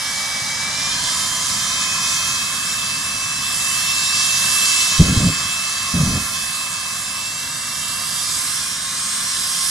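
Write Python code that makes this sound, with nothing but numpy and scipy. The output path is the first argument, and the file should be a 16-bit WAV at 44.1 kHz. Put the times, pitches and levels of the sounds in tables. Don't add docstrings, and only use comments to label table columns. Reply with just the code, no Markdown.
import sys
import numpy as np
from scipy import signal
from scipy.fft import rfft, irfft, next_fast_len
from scipy.io import wavfile
from scipy.ndimage import uniform_filter1d, map_coordinates

SR = 44100
rng = np.random.default_rng(int(sys.argv[2]) if len(sys.argv) > 2 else 0)


def int16_out(signal):
    q = np.round(np.clip(np.atleast_2d(signal).T, -1, 1) * 32767)
    wavfile.write(sys.argv[1], SR, q.astype(np.int16))


N = 427769
TIME_S = np.arange(N) / SR
IDLE_HZ, CRUISE_HZ = 113.96, 130

# start/s, length/s, shaft speed change/Hz
THROTTLE_MOVES = [(0.46, 0.84, 10.91), (1.36, 0.64, 2.22), (2.08, 0.77, 4.24), (3.32, 0.8, 0.94),
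                  (3.82, 3.9, -1.52), (7.0, 0.63, 5.35), (7.87, 0.87, 7.29)]
MAIN_SPEEDS_HZ = [114, 118, 123, 125, 127, 131, 132.3, 136.3, 140, 143.5]
FRONT_ROW_DB = [-31, -30, -37, -40, -29, -29, -28.5, -34, -46, -42]
MIDDLE_ROW_DB = [-39.5, -36, -36, -47, -39, -40.5, -37.5, -35.5, -34, -41]
REAR_ROW_DB = [-44, -40, -42, -32.5, -38, -36, -34, -35, -30, -28.5]
WEAK_SPEEDS_HZ = [114, 127, 132, 143]
# shaft multiple, then level/dB at each grid speed
WEAK_TONES = [(17, -43, -47.5, -50, -38.5), (23, -60, -57, -42, -48.5), (25, -43.5, -35.5, -41, -43),
              (28, -57, -52, -41, -41.5), (30, -60, -47, -43, -51), (31, -60, -52, -43, -45),
              (37, -56, -42, -41, -35.5), (40, -43, -40, -38.5, -56), (42, -43, -41, -49, -54),
              (45, -60, -48, -49, -42), (48, -59, -52, -49, -39.5), (51, -46, -35, -40, -52),
              (54, -38.5, -47, -46, -47), (59, -60, -56, -61, -43), (60, -56, -43, -59, -47)]
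# best shaft speed/Hz, reach either side/Hz, f/Hz, glide/(Hz per shaft Hz), width/Hz, level/dB
INTAKE_WHISTLES = [(114, 5, 815, -0.5, 6.1, -44.5), (113.7, 6, 898, 1, 22, -41.5),
                   (125.9, 5.65, 1031, 12, 30, -38.5), (127.3, 2.9, 950, 11, 6, -47),
                   (132, 1.5, 1015, 20, 8, -47), (132.4, 1.3, 920, 8, 6, -50), (127, 2.8, 1335, 16, 8, -40),
                   (130.6, 1, 1398, 18, 8, -49), (131.5, 0.54, 1318, 10, 8, -47),
                   (133, 5.2, 1068, 2, 30, -43.5), (132.9, 8.6, 1200, 2, 45, -42.5),
                   (136.2, 2.3, 965, 9.5, 8, -48), (143.2, 4.2, 1075, 16.5, 6, -42),
                   (144.2, 7.3, 1392, 2, 12, -45), (143.4, 2.5, 1505, 12, 6, -47),
                   (114.4, 4, 5340, 41, 20, -36.5), (126.4, 1.9, 5885, 46, 24, -34.5),
                   (143.4, 5.8, 5270, 4, 80, -39.5)]
# f/Hz, relative level/dB
INTAKE_SPECTRUM = [(800, -23), (920, -6), (1060, 0), (1230, 1), (1455, -8.5), (1580, 2), (1740, 1.5),
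                   (1890, -7), (2060, -0.5), (2290, -5), (2450, -14.5), (2630, 0.5), (2870, -11),
                   (3150, -18)]
HISS_SPECTRUM = [(2830, -23.5), (3030, -3), (3220, -1.5), (3550, -1.5), (3950, -1.5), (4350, -2.5),
                 (4570, -4.5), (4820, 3.5), (5020, -.5), (5240, 2.5), (5440, -1.5), (5880, 1.5),
                 (6200, -1.5), (8200, -1.5), (11200, -6.5), (11600, -13), (13100, -16)]
RUMBLE_SPECTRUM = [(22, -24), (45, -6), (70, -3.5), (115, 1), (180, 0), (280, -5), (340, -19), (420, -16.5),
                   (560, -10), (760, -6.5), (880, -12.5), (1000, -40)]
FLAME_SPECTRUM = [(15, -12), (35, -12), (65, -4.5), (120, -4.5), (175, -1.5), (260, -6), (350, -21),
                  (500, -21), (700, -23), (1100, -40), (2500, -65)]
# t/s, relative level/dB
HISS_ENVELOPE = [(0.0, -26), (0.55, -25), (0.85, -23), (1.15, -22.5), (1.4, -23.5), (1.7, -22.5),
                 (2.3, -23), (2.6, -25), (3.25, -26), (3.8, -22.5), (4.7, -18.5), (4.97, -20),
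                 (5.05, -22.5), (5.6, -25.5), (6.1, -25.5), (6.7, -28.5), (7.5, -28.5), (8.0, -27),
                 (8.43, -24.5), (8.8, -27), (9.1, -25.5), (9.7, -24)]
# t/s, relative level/dB
SIZZLE_ENVELOPE = [(0.0, -38), (0.02, -33.5), (0.73, -38.5), (1.21, -29.5), (1.97, -34.5), (2.11, -30.5),
                   (3.32, -33), (3.7, -27), (4.02, -30.5), (4.62, -24.5), (5.13, -32), (5.75, -33),
                   (6.56, -29), (6.67, -33), (7.53, -34), (8.43, -26.5), (8.89, -35), (9.7, -25.5)]
RUMBLE_ENVELOPE = [(0.0, -41.5), (0.7, -37.5), (2.5, -38.5), (4.9, -39.5), (6.5, -42.5), (8.3, -41),
                   (9.7, -42.5)]
# valve opens/s, flame lights/s, length/s, level/dB, shaft sag/Hz
BURNER_SHOTS = [(4.828, 4.983, 0.31, -19, 2.67), (5.851, 5.932, 0.24, -20, 3.15)]
# t/s, peak/dB, f/Hz, cycles
PRESSURE_PULSES = [(5.0017, 1.5, 119, 1.25), (5.008, -7, 176, 1.6), (5.0147, 3, 119, 1.2),
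                   (5.0194, -2, 164, 1.8), (5.12, -16, 150, 4.4), (5.176, -6, 100, 1.1),
                   (5.253, -12.5, 185, 4.5), (5.288, -12, 115, 1.3), (6.01, -9, 155, 3.5),
                   (6.037, -11, 135, 2), (6.154, -12, 105, 1.6)]
# f/Hz, left minus right/dB, coherence (0-1), left lead/rad
MIC_PORTS = [(130, 0, 1, 0), (230, 0, .997, 0), (420, 3.5, .75, .1), (650, -5.5, .85, -.2),
             (880, 7, .35, 1.6), (1100, 0, .98, -.1), (1280, .5, .96, 0), (1450, 4, .25, .3),
             (1750, .4, .97, -.1), (2280, 1.5, .6, 0), (2440, 0, .4, -2.8), (2630, -2, .7, -1.9),
             (2930, -6, .35, -1.1), (3600, -1, .6, -.7), (4800, -2, .65, -.3), (7000, -1.2, .67, .1),
             (8400, -2.5, .4, 1.6), (9800, -15, .15, 2.3), (11200, -14, .12, 2.7), (12200, -9, .15, 3)]


def undb(db):
    return 10 ** (np.asarray(db) / 20)


def envelope_db(rows):
    return np.interp(TIME_S, *np.transpose(rows))


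def over_pitch(rows, hz):
    grid_hz, *columns = np.transpose(rows)
    return [np.interp(np.log(np.maximum(hz, 1)), np.log(grid_hz), c) for c in columns]


def ease(start_s, length_s):
    return .5 - .5 * np.cos(np.pi * np.clip((TIME_S - start_s) / length_s, 0, 1))


def walk(rate_hz, hop=1):
    hold = max(int(SR / rate_hz / hop), 1)
    step = np.minimum(np.arange(0, N, hop) // (hold * hop), N // 20 - 1)
    held = rng.standard_normal(N // 20)[step]
    smooth = uniform_filter1d(uniform_filter1d(held, hold), hold)
    return smooth / smooth.std()


def wander(rate_hz, hop):
    return (walk(rate_hz, hop) + 1j * walk(rate_hz, hop)) / np.sqrt(2)


def split(x, hz):
    low = signal.sosfiltfilt(signal.butter(4, hz, fs=SR, output="sos"), x)
    return low, x - low


def at_ports(hz, common, apart):
    tilt_db, coherence, lead_rad = over_pitch(MIC_PORTS, hz)
    mid = common * np.sqrt((1 + coherence) / 2)
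    side = apart * np.sqrt((1 - coherence) / 2)
    ratio = undb(tilt_db)
    left, right = (mid + side) * ratio, (mid - side) * np.exp(-1j * lead_rad)
    return np.array([left, right]) * np.sqrt(2 / (1 + ratio ** 2))


def shaft(sag_s=.21, recover_s=.6):
    shaft_hz = IDLE_HZ + sum(hz * ease(start_s, length_s) for start_s, length_s, hz in THROTTLE_MOVES)
    for opens_s, _, _, _, sag_hz in BURNER_SHOTS:
        shaft_hz -= sag_hz * (ease(opens_s, sag_s) - ease(opens_s + sag_s, recover_s))
    return shaft_hz


def tone(hz, scatter, rate_hz, hop=32):
    slow = at_ports(hz[::hop], 1 + scatter * wander(rate_hz, hop), scatter * wander(rate_hz, hop))
    amplitude = uniform_filter1d(np.repeat(slow, hop, axis=1)[:, :N], hop)
    carrier = np.exp(2j * np.pi * np.cumsum(hz) / SR)
    return np.real(amplitude * carrier) * np.sqrt(2 / (1 + scatter ** 2))


def compressor(shaft_hz, swell_db, front_blades=20, middle_blades=34, rear_blades=57):
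    front_db = np.interp(shaft_hz, MAIN_SPEEDS_HZ, FRONT_ROW_DB) + 0.86 * swell_db + 0.6 * walk(12)
    middle_db = np.interp(shaft_hz, MAIN_SPEEDS_HZ, MIDDLE_ROW_DB) + 0.73 * swell_db
    rear_db = np.interp(shaft_hz, MAIN_SPEEDS_HZ, REAR_ROW_DB) + swell_db + 2.2 * walk(5)
    whine = undb(front_db) * tone(front_blades * shaft_hz, scatter=0.24, rate_hz=45)
    whine += undb(middle_db) * tone(middle_blades * shaft_hz, scatter=0.3, rate_hz=25)
    whine += undb(rear_db) * tone(rear_blades * shaft_hz, scatter=0.3, rate_hz=30)
    for multiple, *levels_db in WEAK_TONES:
        level_db = np.interp(shaft_hz, WEAK_SPEEDS_HZ, levels_db) + 0.93 * swell_db
        whine += undb(level_db) * tone(multiple * shaft_hz, scatter=0.58, rate_hz=26)
    return whine


def whistles(shaft_hz, swell_db, waver=.0015, half_noise_width_hz=15):
    out = 0
    for best_hz, reach_hz, hz, glide, width_hz, level_db in INTAKE_WHISTLES:
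        offset_hz = shaft_hz - best_hz
        lock = np.exp(-.5 * (offset_hz / reach_hz) ** 4)
        pitch_hz = (hz + glide * offset_hz) * (1 + waver * walk(4))
        whistle = tone(pitch_hz, scatter=width_hz / half_noise_width_hz, rate_hz=2 * width_hz)
        out += undb(level_db + 0.39 * swell_db) * lock * whistle
    return out


def turbulence(spectrum, flicker_db, flicker_hz, patch_hz, frame=1024):
    length = next_fast_len(N)
    hz = np.arange(length // 2 + 1) * SR / length
    corner_hz = 2 * spectrum[-1][0]
    gain = undb(over_pitch(spectrum, hz)[0]) / (1 + (hz / corner_hz) ** 8)
    common, apart = rfft(rng.standard_normal((2, length)))
    noise = irfft(at_ports(hz, common, apart) * gain, length)[:, :N]
    bins_hz, times_s, frames = signal.stft(noise, SR, nperseg=frame)
    grid = np.meshgrid(bins_hz / patch_hz, times_s * flicker_hz, indexing="ij")
    patches = map_coordinates(rng.standard_normal((128, 256)), grid, order=1, mode="wrap")
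    noise = signal.istft(frames * undb(flicker_db * patches), SR, nperseg=frame)[1][:, :N]
    return noise / noise.std()


def ground_reflection(x, lag_s, share, drift):
    delayed_index = np.arange(N) - SR * lag_s * (1 + drift * walk(2.58))
    reflected = np.array([map_coordinates(channel, [delayed_index], order=3) for channel in x])
    return (x - share * reflected) / np.sqrt(1 + share ** 2)


def airflow(shaft_hz, swell_db, hiss_db):
    rush = turbulence(INTAKE_SPECTRUM, flicker_db=1.5, flicker_hz=9, patch_hz=151)
    rush_db = -31.5 + 0.6 * swell_db - 0.067 * (shaft_hz - CRUISE_HZ) + 0.22 * walk(8)
    jet = turbulence(HISS_SPECTRUM, flicker_db=2.9, flicker_hz=11, patch_hz=140)
    jet = ground_reflection(jet, lag_s=.00206, share=0.21, drift=0.013)
    hiss, sizzle = split(jet, hz=9000)
    hiss *= undb(hiss_db + 1.3 + 0.5 * walk(24))
    sizzle *= undb(envelope_db(SIZZLE_ENVELOPE) + 11 + 0.51 * walk(22))
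    return rush * undb(rush_db) + hiss + sizzle


def exhaust(shaft_hz, swell_db):
    spool_hz_per_s = np.maximum(np.gradient(shaft_hz, TIME_S), 0)
    roar_db = -39.5 + 0.28 * swell_db - 0.24 * (shaft_hz - CRUISE_HZ) + 0.078 * spool_hz_per_s
    flow = turbulence(RUMBLE_SPECTRUM, flicker_db=1.3, flicker_hz=7, patch_hz=158)
    rumble, roar = split(flow, hz=540)
    return rumble * undb(envelope_db(RUMBLE_ENVELOPE)) + roar * undb(roar_db)


def afterburner(light_s=.016, cut_s=.021, roll_db=-10, roll_t60_s=.75):
    gain = 0
    for _, lights_s, length_s, level_db, _ in BURNER_SHOTS:
        ends_s = lights_s + length_s
        lit, gone = ease(lights_s, light_s), ease(ends_s, cut_s)
        roll = undb(roll_db - 60 * np.maximum(TIME_S - ends_s, 0) / roll_t60_s)
        gain += undb(level_db) * (lit - gone + gone * roll)
    return gain * turbulence(FLAME_SPECTRUM, flicker_db=1.5, flicker_hz=24, patch_hz=200)


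def pulse(centre_s, hz, cycles=1.2):
    turns = hz * (TIME_S - centre_s)
    return np.cos(2 * np.pi * turns) * np.exp(-(2 * turns / cycles) ** 2)


def thump_and_pops(slow_wave_hz=36):
    out = 0
    for centre_s, peak_db, hz, cycles in PRESSURE_PULSES:
        out += undb(peak_db) * pulse(centre_s, hz, cycles)
        out += undb(2 * peak_db - 17.5) * pulse(centre_s, slow_wave_hz)
    return out


def scene(sway_db=0.06):
    shaft_hz = shaft()
    hiss_db = envelope_db(HISS_ENVELOPE)
    swell_db = hiss_db - hiss_db.mean()
    turbine = compressor(shaft_hz, swell_db) + whistles(shaft_hz, swell_db)
    turbine += airflow(shaft_hz, swell_db, hiss_db)
    balance = undb(np.array([[1], [-1]]) * sway_db * walk(3.23) / 2)
    return turbine * balance + exhaust(shaft_hz, swell_db) + afterburner() + thump_and_pops()


def record(dry, top_hz=13150):
    lowpass = signal.ellip(12, .2, 70, top_hz, fs=SR, output="sos")
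    return signal.sosfilt(lowpass, np.clip(dry, -1, 1))


dry = scene()
out = record(dry)
int16_out(out)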